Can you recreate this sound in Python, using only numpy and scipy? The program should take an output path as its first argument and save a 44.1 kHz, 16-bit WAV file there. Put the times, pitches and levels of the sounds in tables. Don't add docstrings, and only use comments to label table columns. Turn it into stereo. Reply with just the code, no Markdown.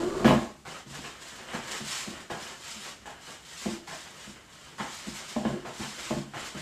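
import sys
import numpy as np
from scipy import signal
from scipy.fft import rfft, irfft
from scipy.io import wavfile
from scipy.ndimage import uniform_filter1d

SR = 44100
rng = np.random.default_rng(int(sys.argv[2]) if len(sys.argv) > 2 else 0)


def put_to_file(sound):
    columns = np.atleast_2d(sound).T
    safe = np.clip(columns, -1, 1)
    whole_steps = np.round(safe * 32767)
    wavfile.write(sys.argv[1], SR, whole_steps.astype(np.int16))


N = 291501
TIME = np.arange(N) / SR

# t/s, relative level/dB, length/s, treble cutoff/Hz
DIGS = [(0.652, -38, 0.038, 2000), (0.929, -41.5, 0.058, 3220), (1.04, -37, 0.021, 7000),
        (1.379, -46.5, 0.033, 1640), (1.533, -32.5, .03, 1860), (2.299, -30.5, 0.037, 1680),
        (3.057, -37, 0.03, 1690), (3.272, -42, 0.031, 1100), (3.873, -39.5, 0.049, 2320),
        (3.91, -35, 0.014, 1510), (4.057, -44.5, 0.016, 6000), (4.782, -37.5, 0.047, 1600),
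        (4.799, -32, 0.028, 2200), (5.649, -34, 0.039, 1297), (5.802, -38, 0.014, 3000),
        (6.336, -34.5, 0.034, 1740)]
# f/Hz, level/dB
HISS_TONE = [(200, -52), (900, -1.5), (2000, 0), (3000, 1.5), (3800, 0), (5500, -0.5), (7400, -2.5),
             (8400, -7), (10000, -15), (13000, -19), (15000, -28)]
# f/Hz, level/dB
SCRAPE_TONE = [(60, -8), (110, -10), (145, -3), (220, -1), (420, -1), (650, 1), (900, -1.5), (1300, 3),
               (1750, 2), (2650, -5), (3030, 2.5), (3450, -8.5), (9000, -38)]


def stirring():
    slide, press = hand_motion()
    hiss = unit(colour(grains(N, per_s=7000, scatter_db=5, clumps_per_s=70, clump_db=-0.5), HISS_TONE))
    packed = grains(N, per_s=2500, scatter_db=5.5, clumps_per_s=73, clump_db=-0.5)
    scrape = unit(colour(packed, SCRAPE_TONE))
    scratches = grains(N, per_s=3000, scatter_db=4, clumps_per_s=40, clump_db=2)
    wall = unit(resonate(scratches, hz=3040, sharpness=14))
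    return undb(3) * slide * hiss + undb(2.5) * press * scrape + undb(-35.5) * np.sqrt(slide) * wall


def hand_motion():
    # t/s, swell/s, fade/s, relative hiss level/dB, relative scrape level/dB
    sweeps = [(0.649, 0.049, 0.16, -46.5, -43), (0.819, 0.11, 0.37, -48, -57),
              (1.129, 0.13, 0.31, -48.5, -46), (1.38, 0.18, .1, -49, -42), (1.57, 0.17, 0.14, -40.5, -40),
              (1.79, 0.12, 0.24, -36.5, -44), (1.98, 0.15, 0.13, -48, -43), (2.33, 0.064, 0.38, -45, -46.5),
              (2.56, 0.15, 0.13, -42, -48.5), (2.749, 0.088, .13, -41.5, -47), (3.16, 0.12, .13, -46, -56),
              (3.341, 0.33, 0.14, -40.5, -58), (3.848, 0.045, 0.33, -44.5, -61),
              (4.08, 0.16, 0.15, -47.5, -53), (4.42, 0.14, 0.8, -55, -53), (4.82, 0.092, 0.32, -44.5, -57),
              (4.98, 0.19, 0.43, -43, -51), (5.42, 0.063, .14, -50, -45), (5.71, 0.086, 0.27, -41.5, -47),
              (5.86, 0.19, 0.21, -41, -48.5), (6.32, 0.084, 0.19, -43, -42.5), (6.47, 0.12, .1, -46.5, -41)]
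    hand_in_s, idle_hiss_db, idle_scrape_db = 0.88, -60.5, -57.5
    moves = [(TIME >= hand_in_s, idle_hiss_db, idle_scrape_db)]
    for start, rise, fall, hiss_db, scrape_db in sweeps:
        progress = np.interp(TIME, [start, start + rise, start + rise + fall], [0, 1, 2])
        speed = np.abs(np.sin(np.pi / 2 * progress)) ** 1.64
        moves.append((speed, hiss_db, scrape_db))
    for start, db, _, _ in DIGS:
        spray = (TIME >= start) * np.exp(-np.abs(TIME - start) / 0.044)
        moves.append((spray, db - 10, db - 8))
    slide = np.sqrt(sum((shape * undb(hiss_db)) ** 2 for shape, hiss_db, _ in moves))
    press = np.sqrt(sum((shape * undb(scrape_db)) ** 2 for shape, _, scrape_db in moves))
    return slide, press


def grains(n, per_s, scatter_db, clumps_per_s, clump_db):
    slips = rng.random(n) < per_s / SR
    sizes = rng.standard_normal(n) * undb(scatter_db * np.minimum(rng.exponential(size=n), 5))
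    return slips * sizes * undb(clump_db * wander(n, clumps_per_s))


def digging():
    out = np.zeros(N)
    for start, db, length, bright_hz in DIGS:
        add(out, start, undb(db) * crunch(length, bright_hz))
    return out


def crunch(length, bright_hz):
    # f/Hz, level/dB
    crunch_tone = [(50, -24), (150, 7), (300, 0.5), (600, 3), (900, 5), (1250, 5.5), (1700, 4.5), (2400, 2),
                   (3100, 1.5), (5000, -10.5), (8000, -20), (14000, -36)]
    t = TIME[:SR // 4]
    slips = colour(grains(len(t), per_s=5000, scatter_db=1.5, clumps_per_s=380, clump_db=1), crunch_tone)
    hollow = resonate(slips, hz=870, sharpness=9) + resonate(slips, hz=1700, sharpness=12)
    crack = undb(-5.5) * np.exp(-t / 0.0089)
    collapse = np.exp(-(t / length) ** 4.6)
    return undb(-2) * unit(soften(slips + undb(-5) * hollow, bright_hz)) * (crack + collapse)


def knocking():
    # t/s, level/dB, treble cutoff/Hz (higher for a harder contact)
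    knocks = [(.198, -34.5, 500), (0.2451, -14.5, 470), (.275, -22, 1200), (.296, -21.5, 500),
              (.304, -20, 950), (.328, -29.5, 307), (.859, -47, 220), (.901, -50, 128.1), (0.98, -46, 260),
              (1.537, -38.5, 601), (1.801, -40, 186), (2.071, -38, 302), (2.3, -38.5, 1600),
              (2.754, -49.5, 260), (3.655, -29, 410), (3.691, -41, 382), (4.267, -46.5, 300),
              (4.796, -39, 500), (5.066, -36.5, 280), (5.360, -27, 720), (5.448, -25, 484),
              (5.499, -35.5, 400), (5.795, -37, 222), (6.104, -28, 674), (6.163, -33.5, 242),
              (6.546, -39.5, 330)]
    # the bucket's own, plus the room's low standing waves (63, 141, 341 Hz)
    # f/Hz, relative level/dB, time to fade 60 dB before ring_scale/s
    knock_tones = [(63.4, -13, 0.12), (89.5, -32, 0.2), (141.4, -19.5, 0.5), (195.7, -4, 0.11),
                   (222.2, 4.5, 0.057), (287, 0, 0.035), (316, -8, 0.09), (341.2, -8.5, 0.17),
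                   (405, 6.5, 0.016), (515.3, -12.5, 0.14), (553, -8.5, 0.035), (611, -8, 0.12),
                   (681, -4.5, 0.075), (785, -9.5, 0.081), (864, -5.5, 0.082), (970, -7, 0.039),
                   (1053, -1.5, 0.064), (1102, -5.5, 0.079), (1242, -8, 0.047)]
    ring_scale, wall_rise_s = 0.73, 0.0038
    t = TIME[:SR * 2 // 5]
    rings, jolts = np.zeros((2, N)), np.zeros(N)
    hz, tone_db, ring_s = np.transpose(knock_tones)[:, :, None]
    fades = undb(tone_db) * np.exp(-np.log(1000) * t / (ring_s * ring_scale))
    for start, db, hard_hz in knocks:
        detune, share = rng.standard_normal((2, len(knock_tones), 1))
        tones = fades * undb(0.9 * share) * np.sin(2 * np.pi * hz * (1 + 0.0071 * detune) * t)
        ring = tones[::2].sum(0) - tones[1::2].sum(0)
        ring *= 1 - np.exp(-t / wall_rise_s)
        ring = soften(cut_bass(ring, 78), hard_hz)
        echo = signal.fftconvolve(ring[None], reflections(decay_scale=0.7), axes=1)[:, :len(t)]
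        heard = ring + undb(2) * echo
        add(rings, start, undb(db) * heard / heard[:, :SR // 30].std())
        add(jolts, start, undb(db - 11) * crunch(length=0.013, bright_hz=9000))
    return rings, jolts


def dragging():
    # t/s, length/s, judder rate/Hz, judder level/dB, relative grit level/dB
    skids = [(0, 0.051, 340.5, -24, -38.5), (.05, 0.085, 370, -28.5, -43), (.135, .12, 372, -31, -41),
             (3.728, 0.051, 336, -40, -66), (5.512, 0.0687, 346.7, -35, -60)]
    out = np.zeros(N)
    for start, length, rate_hz, db, grit_db in skids:
        add(out, start, skid(length, rate_hz, db, grit_db))
    return out


def skid(length, rate_hz, db, grit_db):
    ramp_s, rise_hz_per_s = 0.0047, 126
    n = int(length * SR)
    t = TIME[:n]
    hz = rate_hz + rise_hz_per_s * (t - length / 2)
    phase = 2 * np.pi * np.cumsum(hz * (1 + .04 * wander(n, per_s=150))) / SR
    judder = np.sin(phase) * undb(db + 2.8 * wander(n, per_s=110))
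    overtones = undb(-10) * np.sin(2 * phase) + undb(0.5) * np.sin(3 * phase)
    grit_clicks = grains(n, per_s=3000, scatter_db=3, clumps_per_s=110, clump_db=1.5)
    grit = unit(soften(colour(grit_clicks, SCRAPE_TONE), 1500))
    rumble = unit(soften(colour(rng.standard_normal(n), SCRAPE_TONE), 470))
    load = unit(colour(grains(n, per_s=6000, scatter_db=1.5, clumps_per_s=80, clump_db=1.5), HISS_TONE))
    rough = overtones + undb(-1) * grit + undb(6.5) * rumble + undb(-2.5) * load
    fade_in_out = np.sqrt(np.clip(np.minimum(t, length - t) / ramp_s, 0, 1))
    return (judder + rough * undb(grit_db)) * fade_in_out


def slumping(start):
    t = TIME[:SR // 4]
    out = np.zeros(N)
    add(out, start, undb(-23) * crunch(length=0.056, bright_hz=10000))
    patter = unit(grains(len(t), per_s=4000, scatter_db=3, clumps_per_s=200, clump_db=1.5))
    add(out, start + .008, undb(-41) * patter * np.exp(-t / .05))
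    return out


def settling(start):
    t = TIME[:SR // 2]
    out = np.zeros(N)
    trickle = grains(len(t), per_s=4000, scatter_db=1.5, clumps_per_s=60, clump_db=1.5)
    add(out, start, undb(-35) * unit(colour(trickle, HISS_TONE)) * np.exp(-t / 0.11))
    return out


def room(x, direct_db, echo_db, decay_scale, spots):
    active_spot = np.arange(N) // (SR // 60) % spots
    echo = 0
    for spot in range(spots):
        share = np.sqrt(np.abs(uniform_filter1d(1. * (active_spot == spot), size=300)))
        echo = echo + signal.oaconvolve((x * share)[None], reflections(decay_scale), axes=1)[:, :N]
    return undb(direct_db) * x + undb(echo_db) * echo


def reflections(decay_scale):
    # f/Hz, time to fade 60 dB before decay_scale/s, left-right likeness (0 to 1)
    echo_bands = [(60, 0.68, 0.67), (143, 0.34, 1), (280, 0.56, 0.77), (600, 0.57, 0.64), (1140, 0.64, 0),
                  (3000, 0.48, 0.06), (7000, 0.47, 0.15), (14000, 0.33, 0)]
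    t = TIME[:SR * 2 // 5]
    log_hz = np.log(np.arange(len(t) // 2 + 1) * SR / len(t) + 1)
    hz, fade_s, likeness = np.transpose(echo_bands)
    noise, tail = rfft(rng.standard_normal((2, len(t)))), 0
    for band, decay_s, alike in zip(np.eye(len(hz)), fade_s * decay_scale, np.clip(likeness, 0, .99)):
        shared, side = irfft(noise * np.interp(log_hz, np.log(hz), band), len(t))
        pair = np.sqrt((1 + alike) / 2) * shared + np.sqrt((1 - alike) / 2) * np.array([side, -side])
        fade = np.exp(-np.log(1000) * t / decay_s) * (t > .003)
        tail = tail + pair * fade / np.linalg.norm(fade)
    return tail


def air():
    # f/Hz, level/dB
    air_tone = [(25, -43), (45, -9), (70, 6.5), (100, -5), (150, 2), (300, -5), (700, -16), (2000, -15),
                (7000, -19), (14000, -31)]
    rumble = soften(rng.standard_normal(N), 560)
    hisses = cut_bass(rng.standard_normal((2, N)), 500)
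    return undb(-57) * unit(np.array([colour(rumble + hiss, air_tone) for hiss in hisses]))


def undb(db):
    return 10 ** (np.asarray(db) / 20)


def unit(x):
    return x / np.sqrt(np.mean(x ** 2) + 1e-20)


def add(out, start, x):
    i = max(int(start * SR), 0)
    out[..., i:i + x.shape[-1]] += x[..., :max(N - i, 0)]


def wander(n, per_s):
    steps = np.arange(n) / SR * per_s
    return 1.2 * np.interp(steps, np.arange(n // 40), rng.standard_normal(n // 40))


def colour(x, points, size=2048):
    hz, db = np.transpose(points)
    gain = undb(np.interp(np.log(np.arange(size // 2 + 1) * SR / size + 1), np.log(hz), db))
    cepstrum = irfft(np.log(gain))
    cepstrum[1:size // 2] *= 2
    cepstrum[size // 2 + 1:] = 0
    return signal.fftconvolve(x, irfft(np.exp(rfft(cepstrum))))[:len(x)]


def resonate(x, hz, sharpness):
    return signal.lfilter(*signal.iirpeak(hz, sharpness, fs=SR), x)


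def soften(x, hz):
    return signal.sosfilt(signal.butter(2, min(hz, .45 * SR), fs=SR, output="sos"), x)


def cut_bass(x, hz):
    return signal.sosfilt(signal.butter(2, hz, "highpass", fs=SR, output="sos"), x)


def scene():
    set_down_s = .246
    knocks, jolts = knocking()
    sliding = stirring() + settling(set_down_s)
    sugar = room(sliding, direct_db=-12, echo_db=-0.34, decay_scale=0.58, spots=6)
    breaking = digging() + slumping(set_down_s) + jolts
    crunches = room(breaking, direct_db=-6, echo_db=0, decay_scale=0.84, spots=2)
    drag = room(dragging(), direct_db=-4, echo_db=-4.5, decay_scale=0.86, spots=1)
    return sugar + crunches + drag + knocks + air()


def record(dry):
    # f/Hz, level/dB
    balance = [(100, 2), (1000, 1.5), (2000, 2.5), (3000, 3), (4200, 4.5), (5400, 3.5), (7200, -13.5),
               (9000, -10), (14000, -6.5)]
    top_hz = 14900
    sides = [colour(x, np.array(balance) * [1, half]) for x, half in zip(dry, (.5, -.5))]
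    return signal.sosfilt(signal.ellip(10, .2, 80, top_hz, fs=SR, output="sos"), sides)


dry = scene()
out = record(dry)
put_to_file(out)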